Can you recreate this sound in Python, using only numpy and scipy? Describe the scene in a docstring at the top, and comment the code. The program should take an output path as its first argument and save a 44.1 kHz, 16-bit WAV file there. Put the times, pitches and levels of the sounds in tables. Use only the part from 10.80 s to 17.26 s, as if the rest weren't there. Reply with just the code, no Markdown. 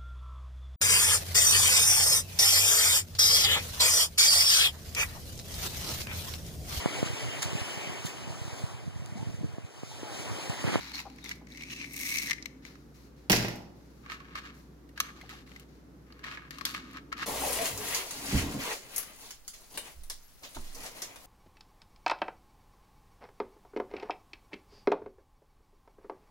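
"""A table in a quiet room with mains hum; toy cars are handled close to the microphone.
A small car rolls with a singing axle, is picked up and rasps in the cupped hand; put aside, it lands
with a hollow clatter. A larger model van is pulled from the row and turned in the fingers, shell and
doors clicking. Clicks are noise bursts and rubbing is a stream of tiny slips, both ringing the shells;
the landing also rings the modes of the hollow surface."""
import sys
import numpy as np
from scipy import signal
from scipy.fft import rfft, irfft
from scipy.io import wavfile
from scipy.ndimage import uniform_filter1d

SR = 44100
rng = np.random.default_rng(int(sys.argv[2]) if len(sys.argv) > 2 else 0)


def generate_wav(sig):
    """Save sig (samples, or channels by samples) to the path in sys.argv[1] as 16-bit PCM at SR."""
    pcm = np.round(np.clip(np.atleast_2d(sig).T, -1, 1) * 32767).astype(np.int16)
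    wavfile.write(sys.argv[1], SR, pcm)


N = 284886
TIME = np.arange(N) / SR
BAND_EDGES_HZ = [3000, 7500]  # body | edge | fizz

CAR_MODES = [(1810, 0.5, 80), (2080, -1, 130), (2260, 5, 130), (2640, 7.5, 110), (4040, 5, 81),
             (4800, 5.5, 67), (5450, 6, 140), (5870, 7, 110), (6500, 3.5, 120), (8740, 5.5, 500),
             (11000, -5, 370), (13100, 4, 340)]  # small car's shell: f/Hz, peak/dB, width/Hz
CAR_COLOUR = [(300, -17), (750, -22), (1150, -9.5), (1400, -14.5), (1750, -6), (2100, -2), (2700, -10.5),
              (3250, -14), (4150, -7), (4950, -10.5), (5800, -8), (7400, -13.5), (9500, -12.5),
              (12000, -8.5), (16000, -15.5)]  # its contact spectrum: f/Hz, level/dB
ROLL_COLOUR = [(410, -43.5), (700, -13), (946, -5), (1230, -7), (2130, 0), (3280, -11), (4210, 0),
               (5060, -3.5), (5760, -5.5), (8210, -21), (11100, -18), (15200, -20), (16000, -26)]  # rolling and brushing spectrum: f/Hz, level/dB
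DIFFUSE_CORRELATION = [(60, 0.62), (150, 0.9), (300, 0.8), (600, 0.33), (1200, 0), (16000, 0.11)]  # room sound, left to right: f/Hz, correlation


def car_clicks():
    """Light knocks ring the small car's shell."""
    hits = [(0.154, -56, 3, -3.5, 4330), (0.1904, -57.5, -7.5, -2.5, 2700), (0.2997, -68.5, -2, 3, 1070),
            (0.3606, -81, 15, 4, 4790), (0.385, -73.5, -13, -4.5, 1750), (0.4414, -58.5, 5, 1.5, 2060),
            (0.459, -60.5, -5, 2.5, 2060), (0.4918, -53, 2, 2, 2120), (0.5122, -54.5, -10.5, -3, 2120),
            (0.6699, -69.5, -7.5, 11, 1980), (0.7203, -67.5, 2, 3.5, 3860), (0.7731, -60, -2, 4, 2200),
            (0.8091, -65, -7, 2, 2770), (0.8215, -62, 1, 5, 2370), (0.834, -58, -3, -2.5, 2340),
            (0.9028, -62, -6, -1, 2820), (0.922, -66, 3, -2, 2850), (0.9956, -65, 2, 4, 2270),
            (1.012, -62, -12, 3, 2570), (1.043, -63, -12.5, 14, 2260), (1.1338, -65.5, 20.5, 7, 2240),
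            (1.1643, -59, 17, 4.5, 2030), (1.1892, -58, 6, 3, 2230), (1.2904, -49.5, 7, 6, 2230),
            (1.3843, -48.5, 0, 21, 5800), (1.509, -41, -1, 2.5, 2040), (1.5144, -49, -13, 31, 2080),
            (1.5309, -48.5, -4, 2, 2090), (1.5828, -70, -14.5, 24, 2150), (1.6247, -60.5, -7, -4, 5400),
            (1.6571, -50.5, -1.5, 3, 2230), (1.8507, -60.5, -4, 8, 2040), (1.9535, -72.5, -7, -10, 1330)]  # t/s, level/dB, hardness/(dB/band), pan/dB, spot f/Hz
    return clicks(hits, CAR_MODES, CAR_COLOUR, t60_s=0.023, spot_db=19.5, spot_q=6.1,
                  lift_db=7, band_db=(-8, -1.5, -10.5), shadow=0.55)


def car_roll():
    """Wheels rattle over the table with each push."""
    pushes = [(-0.01, 0.13, -48.5, -0.5, -2.5), (0.132, 0.073, -44.5, 1, 4), (0.25, 0.21, -64, 1, 10),
              (0.437, 0.08, -52, 1.5, 10), (0.548, 0.022, -63, 7, -2)]  # t/s, length/s, level/dB, hardness/(dB/band), swell/dB
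    gains = strokes(pushes, attack_s=0.0068, release_s=0.018)
    return rubbing(gains, CAR_MODES[:1], ROLL_COLOUR, rate_hz=630, spread_db=5.5, t60_s=0.012,
                   hiss_db=0.6, band_db=(-0.3, -1.4, -10), pan_db=2.5)


def axle(width_hz=200, sag_hz_per_s=5200):
    """The axle sings on a push: narrow noise whose pitch sinks as the car slows."""
    whistles = [(0, 0.1, 4450, -57), (0.133, 0.041, 4400, -43), (0.421, 0.09, 3830, -53.5)]  # t/s, length/s, start f/Hz, level/dB
    pole = np.exp(-np.pi * width_hz / SR)
    noise = rng.standard_normal((2, N)) + 1j * rng.standard_normal((2, N))
    fuzz = signal.lfilter([1], np.poly([pole, pole]), noise)
    out = np.zeros((2, N))
    for start_s, length_s, hz, db in whistles:
        pitch_hz = hz - sag_hz_per_s * np.clip(TIME - start_s, 0, length_s)
        whistle = unit((fuzz * np.exp(2j * np.pi * np.cumsum(pitch_hz) / SR)).real)
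        out += whistle * amp(db) * envelope(start_s, length_s, attack_s=0.0065, release_s=0.008)
    return out * panned(4.2)


def car_rasp(thinning=0.29):
    """Wheels and shell rasp in the hand; the body band thins as the fizz rises."""
    rub = [(0.68, -62, -12), (0.826, -52.5, -17), (0.874, -57, -14), (0.922, -43.5, -14.5),
           (0.966, -51, -12), (1.014, -46.5, -20), (1.092, -57, -7), (1.198, -43, -2), (1.358, -37, -6.5),
           (1.458, -43, -6), (1.5, -37.5, -12)]  # t/s, level/dB, relative fizz/dB
    t, db, fizz_db = np.transpose(rub)
    levels_db = [db - thinning * (fizz_db - fizz_db.mean()), db, db + fizz_db]
    gains = amp([np.interp(TIME, t, level) for level in levels_db])
    gains *= envelope(t[0], t[-1] - t[0], attack_s=0.0083, release_s=0.011)
    return rubbing(gains, CAR_MODES, CAR_COLOUR, rate_hz=1000, spread_db=3.5, t60_s=0.009,
                   hiss_db=-7, band_db=(-4.5, -2, 2.5), pan_db=2.0)


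def cupped_hand(x, width_hz=330, resonance_db=7):
    """Air in the hand adds one resonance, moving as the hollow changes size."""
    hollow = [(0.7, 1840), (0.83, 2300), (0.93, 2900), (1.02, 2480), (1.1, 2160), (1.42, 2270), (1.5, 1890)]  # t/s, f/Hz
    centre_hz = np.interp(TIME, *np.transpose(hollow))
    carrier = np.exp(2j * np.pi * np.cumsum(centre_hz) / SR)
    pole = np.exp(-np.pi * width_hz / SR)
    baseband = signal.lfilter([1 - pole], [1, -pole], x / carrier + 1e-18)
    return x + amp(resonance_db) * 2 * (carrier * baseband).real


def landing():
    """The small car bounces, ringing more freely once let go."""
    bounces = [(2.4978, -34.5, -1.5, -3, 2400), (2.5175, -38, -0.5, -1.5, 6000),
               (2.5284, -37.5, -5, -1.5, 1810), (2.5484, -54, 7.5, -5, 5030), (2.5622, -44.5, -4, -1, 4200),
               (2.6257, -55, -4, 0, 2130), (2.6473, -53.5, -8.5, -1.5, 1860), (2.6824, -53, -4.5, -2, 1870),
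               (2.7568, -67.5, 1.5, -0.5, 1240)]  # t/s, level/dB, hardness/(dB/band), pan/dB, spot f/Hz
    modes = [(1810, 3.5, 42), (1930, 2.5, 230), (2490, 5, 60), (2620, 6, 52), (2880, 6, 42),
             (4830, -3, 31.5), (5400, -19, 41), (6000, -9, 70), (7070, 9.5, 66)]  # free shell: f/Hz, peak/dB, width/Hz
    colour = [(200, -7.5), (500, 0.5), (850, -2), (1100, -5.5), (1500, -3), (2100, 1), (3500, -6.5),
              (5200, 0.5), (7000, -10.5), (8700, -11.5), (12000, -2), (16000, -11)]  # contact spectrum: f/Hz, level/dB
    return clicks(bounces, modes, colour, t60_s=0.057, spot_db=4, spot_q=13,
                  lift_db=6, band_db=(-6, -0.7, -0.3), shadow=4.5)


def thuds():
    """The car's weight hits the hollow surface; shorter contacts reach higher modes."""
    impacts = [(2.501, -24.5, 0.00043), (2.506, -16.5, 0.00093), (2.5155, -22, 0.00069),
               (2.530, -28.5, 0.0016), (2.539, -19.5, 0.0007), (2.563, -26.5, 0.0007),
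               (2.647, -26.5, 0.00046), (2.684, -31.5, 0.0017)]  # t/s, level/dB, contact/s
    surface_modes = [(118.8, -8.5, 0.38), (167, -3, 0.07), (200, 4, 0.061), (243.5, -8, 0.26),
                     (302, -3.5, 0.065), (348, -0.5, 0.078), (386, -7, 0.12), (471, -4, 0.1),
                     (600, -22, 0.12), (690, 3, 0.042), (796, -13.5, .14), (950, -17, .08)]  # f/Hz, level/dB, t60/s
    t = np.arange(SR // 2) / SR
    out = np.zeros((2, N))
    for start_s, db, contact_s in impacts:
        ring = sum(amp(mode_db - 60 * t / t60_s) * np.sin(2 * np.pi * hz * t)
                   / (1 + (hz * contact_s) ** 2) for hz, mode_db, t60_s in surface_modes)
        add(out, start_s, amp(db - 8) * panned(-0.34) * ring)
    return butterworth(out, 100, "high")  # little radiates below the first mode


def van():
    """The van's shell and doors click; it scrapes along the table and under the fingers."""
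    hits = [(3.261, -69, -12.5, -2.5, 1200), (3.2985, -60.5, -11, -3, 1240), (3.3187, -55, -7.5, -3, 1290),
            (3.402, -69.5, -12, -3, 1110), (3.5541, -56, -9, -3, 1090), (3.587, -65.5, -3, 0.5, 1200),
            (4.091, -74.5, 1.5, 1, 1900), (4.1759, -56, -5.5, 1, 1600), (4.2016, -38, 1.5, 1.5, 1193),
            (4.2024, -46, 0, 1, 6000), (4.4127, -63.5, -3.5, 0, 2100), (4.492, -61, -2.5, 1.5, 2030),
            (4.675, -75, -4, 0, 2000), (4.717, -70.5, -6, 7, 2080), (4.761, -64.5, -6, 2.5, 2070),
            (4.797, -69, 8, 4.5, 2770), (5.303, -83, -15.5, 1.5, 1200), (5.3233, -69.5, -6, -0.5, 4540),
            (5.392, -70.5, -7, 2, 1800), (5.4411, -59.5, -7.5, 8, 1860), (5.5724, -65.5, -15.5, -3.5, 1670),
            (5.7075, -54.5, -2, 8, 1920), (5.7843, -57, -2, 2, 1190), (5.8107, -54, -7, 9, 1110),
            (5.8515, -47, -3, 0.5, 3570), (5.8528, -46, 9, 0.5, 4800), (5.9465, -57, -11, 1, 2750),
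            (6.112, -77, 8, 3, 1820), (6.132, -67, 0, 1.5, 1860), (6.1695, -59, -7, 1.5, 1260),
            (6.326, -52.5, -9.5, 3.5, 1310), (6.3783, -61, -4, 0, 1270), (6.4274, -57, -12.5, -1, 1270)]  # t/s, level/dB, hardness/(dB/band), pan/dB, spot f/Hz
    scrapes = [(3.225, 0.068, -68.5, -10, 12), (3.295, 0.052, -51.5, -5, 3.5),
               (3.36, 0.22, -67.5, -10.5, 6), (3.549, 0.041, -49.5, -5, 2.5), (3.61, 0.035, -62.5, -7, 6),
               (3.648, 0.057, -57, -7.5, -8), (3.72, 0.09, -73, -8.5, -3), (4.155, 0.041, -60, -4, 8),
               (4.225, 0.072, -61, -12, 2.5), (4.355, 0.13, -62.5, -3, -2.5), (4.493, 0.13, -57, -2, -13),
               (4.66, 0.17, -63.5, 0.5, -1), (5.26, 0.21, -74.5, -11, 9), (5.432, 0.12, -51.5, -7.5, 0.5),
               (5.575, 0.11, -68.5, -15.5, -6), (5.712, 0.13, -58, -2.5, -8), (5.856, 0.086, -44.5, 2, -12),
               (5.938, 0.04, -47.5, -4.5, 2.5), (5.99, 0.14, -61, -5.5, 0), (6.135, 0.048, -57.5, -10.5, 4),
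               (6.317, 0.014, -50.5, -12, -3), (6.362, 0.071, -47.5, -5.5, 13.5)]  # t/s, length/s, level/dB, hardness/(dB/band), swell/dB
    modes = [(1110, 6.4, 88), (1251, 10.5, 24), (1670, 6.1, 52), (1810, 6.4, 30), (2200, 5.1, 57),
             (2773, 7.4, 22), (3830, 1.9, 75), (4230, 4.1, 51), (4650, 2.1, 74), (5630, 2.8, 130),
             (8540, 2.1, 79), (12260, 2.3, 300)]  # shell: f/Hz, peak/dB, width/Hz
    colour = [(400, -16.5), (850, -9.5), (1150, -2), (1800, 0.5), (2400, -1.5), (2800, -5), (3400, -11),
              (4200, -7.5), (5000, -11.5), (5700, -14), (7600, -22), (9500, -23.5), (12500, -20),
              (16000, -31.5)]  # contact spectrum: f/Hz, level/dB
    clicking = clicks(hits, modes, colour, t60_s=0.031, spot_db=16, spot_q=13,
                      lift_db=5.5, band_db=(-6.5, -1.5, -6), shadow=0.87)
    gains = strokes(scrapes, attack_s=0.0076, release_s=0.013)
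    scraping = rubbing(gains, modes, colour, rate_hz=700, spread_db=2.5, t60_s=0.0077,
                       hiss_db=-2, band_db=(-0.55, -0.6, -8.5), pan_db=1.8)
    return clicking + scraping


def finger_slips(rise_s=0.0052, flutter=0.24):
    """A fingertip sticks on the plastic and lets go with a short, dull chirp."""
    slips = [(0.252, -42.5, 870), (0.264, -39.5, 772), (0.612, -53, 783), (0.625, -62, 746),
             (4.377, -57, 964), (4.432, -50.5, 750), (4.529, -53, 830)]  # t/s, level/dB, f/Hz
    t = np.arange(SR // 20) / SR
    pulse = t / rise_s * np.exp(1 - t / rise_s)
    out = np.zeros((2, N))
    for start_s, db, hz in slips:
        jitter = unit(uniform_filter1d(rng.standard_normal(len(t)), size=40))
        chirp = np.sin(2 * np.pi * np.cumsum(hz * (1 + flutter * jitter)) / SR)
        add(out, start_s, panned(5.4) * amp(db) * pulse * chirp)
    return out


def finger_brushes():
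    """Fingers brush softly over the toys."""
    brushes = [(1.82, 0.03, -65, -3, 0), (1.856, 0.11, -62, -1.5, -13), (1.98, 0.14, -77, 5, -3),
               (2.14, 0.13, -66, 3, -2), (2.36, 0.09, -70.5, 0.5, -2.5), (2.95, 0.3, -71.5, 3, 1),
               (3.74, 0.077, -67.5, 6, -2.5), (3.83, 0.25, -82, 2, -8), (4.88, 0.095, -71.5, 0.5, 0)]  # t/s, length/s, level/dB, hardness/(dB/band), swell/dB
    gains = strokes(brushes, attack_s=0.0052, release_s=0.035)
    return rubbing(gains, CAR_MODES[:1], ROLL_COLOUR, rate_hz=900, spread_db=3.5, t60_s=0.01,
                   hiss_db=4, band_db=(-2.3, -2.0, -7), pan_db=3.5)


def clicks(hits, modes, colour, t60_s, spot_db, spot_q, lift_db, band_db, shadow):
    """Each contact rings the shell, with extra weight around the struck spot's note."""
    out = np.zeros((2, N))
    for start_s, db, hardness_db, pan_db, spot_hz in hits:
        burst = chatter(t60_s, lag_s=0.00025 * np.tanh(pan_db / 2))
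        ring = coloured(burst, colour, list(modes) + [(spot_hz, spot_db, spot_hz / spot_q)])
        gains = tilted(db, hardness_db) * amp(band_db)
        gains[np.searchsorted(BAND_EDGES_HZ, spot_hz)] *= amp(lift_db)
        pans_db = [pan_db, pan_db, pan_db * shadow]  # far side shades short waves by their own amount
        for gain, side_db, band in zip(gains, pans_db, bands(ring)):
            add(out, start_s, gain * panned(side_db) * unit(band))
    return out


def rubbing(gains, modes, colour, rate_hz, spread_db, t60_s, hiss_db, band_db, pan_db, spots=12):
    """Tiny slips and knocks at several spots, plus hiss, all ring one shell."""
    sizes = amp(spread_db * np.minimum(rng.exponential(1, N), 3))
    impulses = sizes * (rng.random(N) < rate_hz / SR)
    spot = rng.integers(0, spots, N)
    grains = np.zeros((2, N))
    for k in range(spots):
        grain = chatter(t60_s, lag_s=0.00019, size=800)
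        grains += signal.oaconvolve((impulses * (spot == k))[None], grain, axes=1)[:, :N]
    hiss = amp(hiss_db) * rng.standard_normal((2, N))
    ring = coloured(unit(grains) + hiss, colour, modes)
    out = np.zeros((2, N))
    for gain, db, band in zip(gains, band_db, bands(ring)):
        running_rms = np.sqrt(abs(uniform_filter1d((band ** 2).mean(0), size=2600)) + 1e-9)
        out += band / running_rms * gain * amp(db)
    return out * panned(pan_db)


def chatter(t60_s, lag_s, size=5000):
    """A contact chatters as a decaying noise burst; positive lag delays the right channel."""
    correlation = [(500, 0.96), (2000, 0.78), (4500, 0.071), (12000, 0.27)]  # direct sound, left to right: f/Hz, correlation
    left, right = stereo_noise(size, correlation) * amp(-60 * np.arange(size) / SR / t60_s)
    delay = round(abs(lag_s) * SR)
    late = lambda x: np.pad(x, (delay, 0))[:size]
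    return np.array([left, late(right)] if lag_s > 0 else [late(left), right])


def coloured(x, colour, modes, size=4096):
    """Broad spectrum with resonances; minimum phase, so attacks stay sharp and modes ring on."""
    hz = np.fft.rfftfreq(size, 1 / SR)
    peaks = 1 + sum((amp(db) ** 2 - 1) / (1 + (2 * (hz - f) / width) ** 2) for f, db, width in modes)
    magnitude = amp(read(colour, hz)) * np.sqrt(np.maximum(peaks, 0.1))
    cepstrum = irfft(np.log(magnitude))
    cepstrum[1:size // 2] *= 2
    cepstrum[size // 2 + 1:] = 0
    response = irfft(np.exp(rfft(cepstrum)))
    return signal.oaconvolve(x, response[None], axes=1)[:, :x.shape[1]]


def strokes(rows, attack_s, release_s):
    """Band gains over time; each stroke swells or eases evenly in dB."""
    gains = np.zeros((3, N))
    for start_s, length_s, db, hardness_db, swell_db in rows:
        progress = np.clip((TIME - start_s) / length_s, 0, 1)
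        shape = envelope(start_s, length_s, attack_s, release_s) * amp(swell_db * (progress - 0.5))
        gains += np.outer(tilted(db, hardness_db), shape)
    return gains


def envelope(start_s, length_s, attack_s, release_s):
    """Linear attack, hold, exponential release."""
    t = TIME - start_s
    return np.clip(t / attack_s, 0, 1) * np.exp(-np.maximum(t - length_s, 0) / release_s)


def tilted(db, hardness_db):
    """Band gains: a harder contact has more fizz, less body."""
    return amp(db + hardness_db * np.arange(-1, 2))


def bands(x):
    """Splits into body, edge and fizz."""
    low, high = BAND_EDGES_HZ
    return [butterworth(x, low, "low"), butterworth(x, [low, high], "band"), butterworth(x, high, "high")]


def butterworth(x, hz, kind):
    return signal.sosfilt(signal.butter(4, hz, kind, fs=SR, output="sos"), x)


def stereo_noise(size, correlation):
    """Noise with a given left-right correlation over frequency."""
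    left, other = rfft(rng.standard_normal((2, size)))
    shared = np.clip(read(correlation, np.fft.rfftfreq(size, 1 / SR)), -1, 1)
    right = shared * left + np.sqrt(1 - shared ** 2) * other
    return irfft(np.array([left, right]), size)


def panned(db):
    """Channel gains, left db above right."""
    return unit(amp(np.array([[db], [-db]]) / 2))


def amp(db):
    return 10 ** (np.asarray(db) / 20)


def unit(x):
    """Scales to rms 1."""
    return x / np.sqrt(np.mean(x ** 2) + 1e-20)


def read(points, hz):
    """Interpolates over log frequency."""
    f, value = np.transpose(points)
    return np.interp(np.log(hz + 1), np.log(f + 1), value)


def add(mix, start_s, sound):
    part = mix[:, max(round(start_s * SR), 0):][:, :sound.shape[1]]
    part += sound[:, :part.shape[1]]


def room(x, onset_s=0.0032, treble_db=-1.5):
    """A diffuse tail builds up, then dies sooner in the treble."""
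    decay = [(100, 0.86), (300, 0.79), (800, 0.82), (2000, 0.45), (5000, 0.49), (12000, 0.38)]  # f/Hz, t60/s
    hz, t, spectra = signal.stft(stereo_noise(SR, DIFFUSE_CORRELATION), SR, nperseg=256)
    shelf_db = read([(5000, 0.028), (9000, treble_db)], hz)[:, None]
    spectra *= amp(shelf_db - 60 * t / read(decay, hz)[:, None])
    tail = signal.istft(spectra, SR, nperseg=256)[1]
    tail *= 1 - np.exp(-(np.arange(tail.shape[1]) / SR / onset_s) ** 2)
    return signal.fftconvolve(x, tail / np.linalg.norm(tail[0]), axes=1)[:, :N]


def background(air_db=-55.5, waver=0.13, low_swell_power=0.32):
    """Room noise, faint hiss, mains hum; a low rumble swells as the hands move near the microphone."""
    air_colour = [(15, -54), (30, -29.5), (45, -6), (70, -22.5), (90, -12), (145, -5), (220, -9),
                  (280, -6.5), (470, -14.5), (640, -22), (1070, -24.5), (1400, -25.5), (2800, -36),
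                  (6000, -37.5), (8800, -45), (12500, -41.5), (16000, -48)]  # room noise spectrum: f/Hz, level/dB
    hum = [(61, -58, 0.93), (120, -79.5, 2.4), (144.2, -66, 10), (190, -68, 16), (269, -61.5, 39)]  # mains line, then rumble bands: f/Hz, level/dB, width/Hz
    rumble_swell = [(0, -0.5), (1.05, 9), (1.7, 7.5), (2.1, -4.5), (3.1, -6), (3.6, 0), (4.6, 0),
                    (5.15, -13), (5.85, 7.5), (6.46, 6)]  # t/s, gain/dB
    hz = np.fft.rfftfreq(N, 1 / SR)

    def narrow_noise(centre_hz, width_hz):
        return unit(irfft(rfft(rng.standard_normal(N)) / (1 + ((hz - centre_hz) / width_hz) ** 2), N))

    air = unit(irfft(rfft(stereo_noise(N, DIFFUSE_CORRELATION)) * amp(read(air_colour, hz)), N))
    (mains_hz, mains_db, mains_width_hz), *rumble_bands = hum
    mains = np.sqrt(2) * np.sin(2 * np.pi * mains_hz * TIME)
    mains += waver * narrow_noise(mains_hz, mains_width_hz)
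    *low, top = [amp(db) * narrow_noise(f, width) for f, db, width in rumble_bands]
    swell = amp(np.interp(TIME, *np.transpose(rumble_swell)))
    rumble = swell ** low_swell_power * sum(low) + swell * top
    return amp(air_db) * air + amp(mains_db) * mains + rumble


def scene():
    """Toys in the hands are near and dry; the landing is farther off and fills the room."""
    near = car_clicks() + car_roll() + axle() + cupped_hand(car_rasp())
    near += van() + finger_slips() + finger_brushes()
    clatter = landing()
    thud = thuds()
    reverb = room(amp(-16.0) * near + amp(-4.5) * clatter + amp(-7.5) * thud)
    return near + clatter + thud + reverb + background()


def record(dry):
    """The recorder's band limit."""
    cutoff_hz = 16100
    lowpass = signal.firwin(511, cutoff_hz, window=("kaiser", 9), fs=SR)
    return signal.oaconvolve(dry, lowpass[None], "same")


dry = scene()
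out = record(dry)
generate_wav(out)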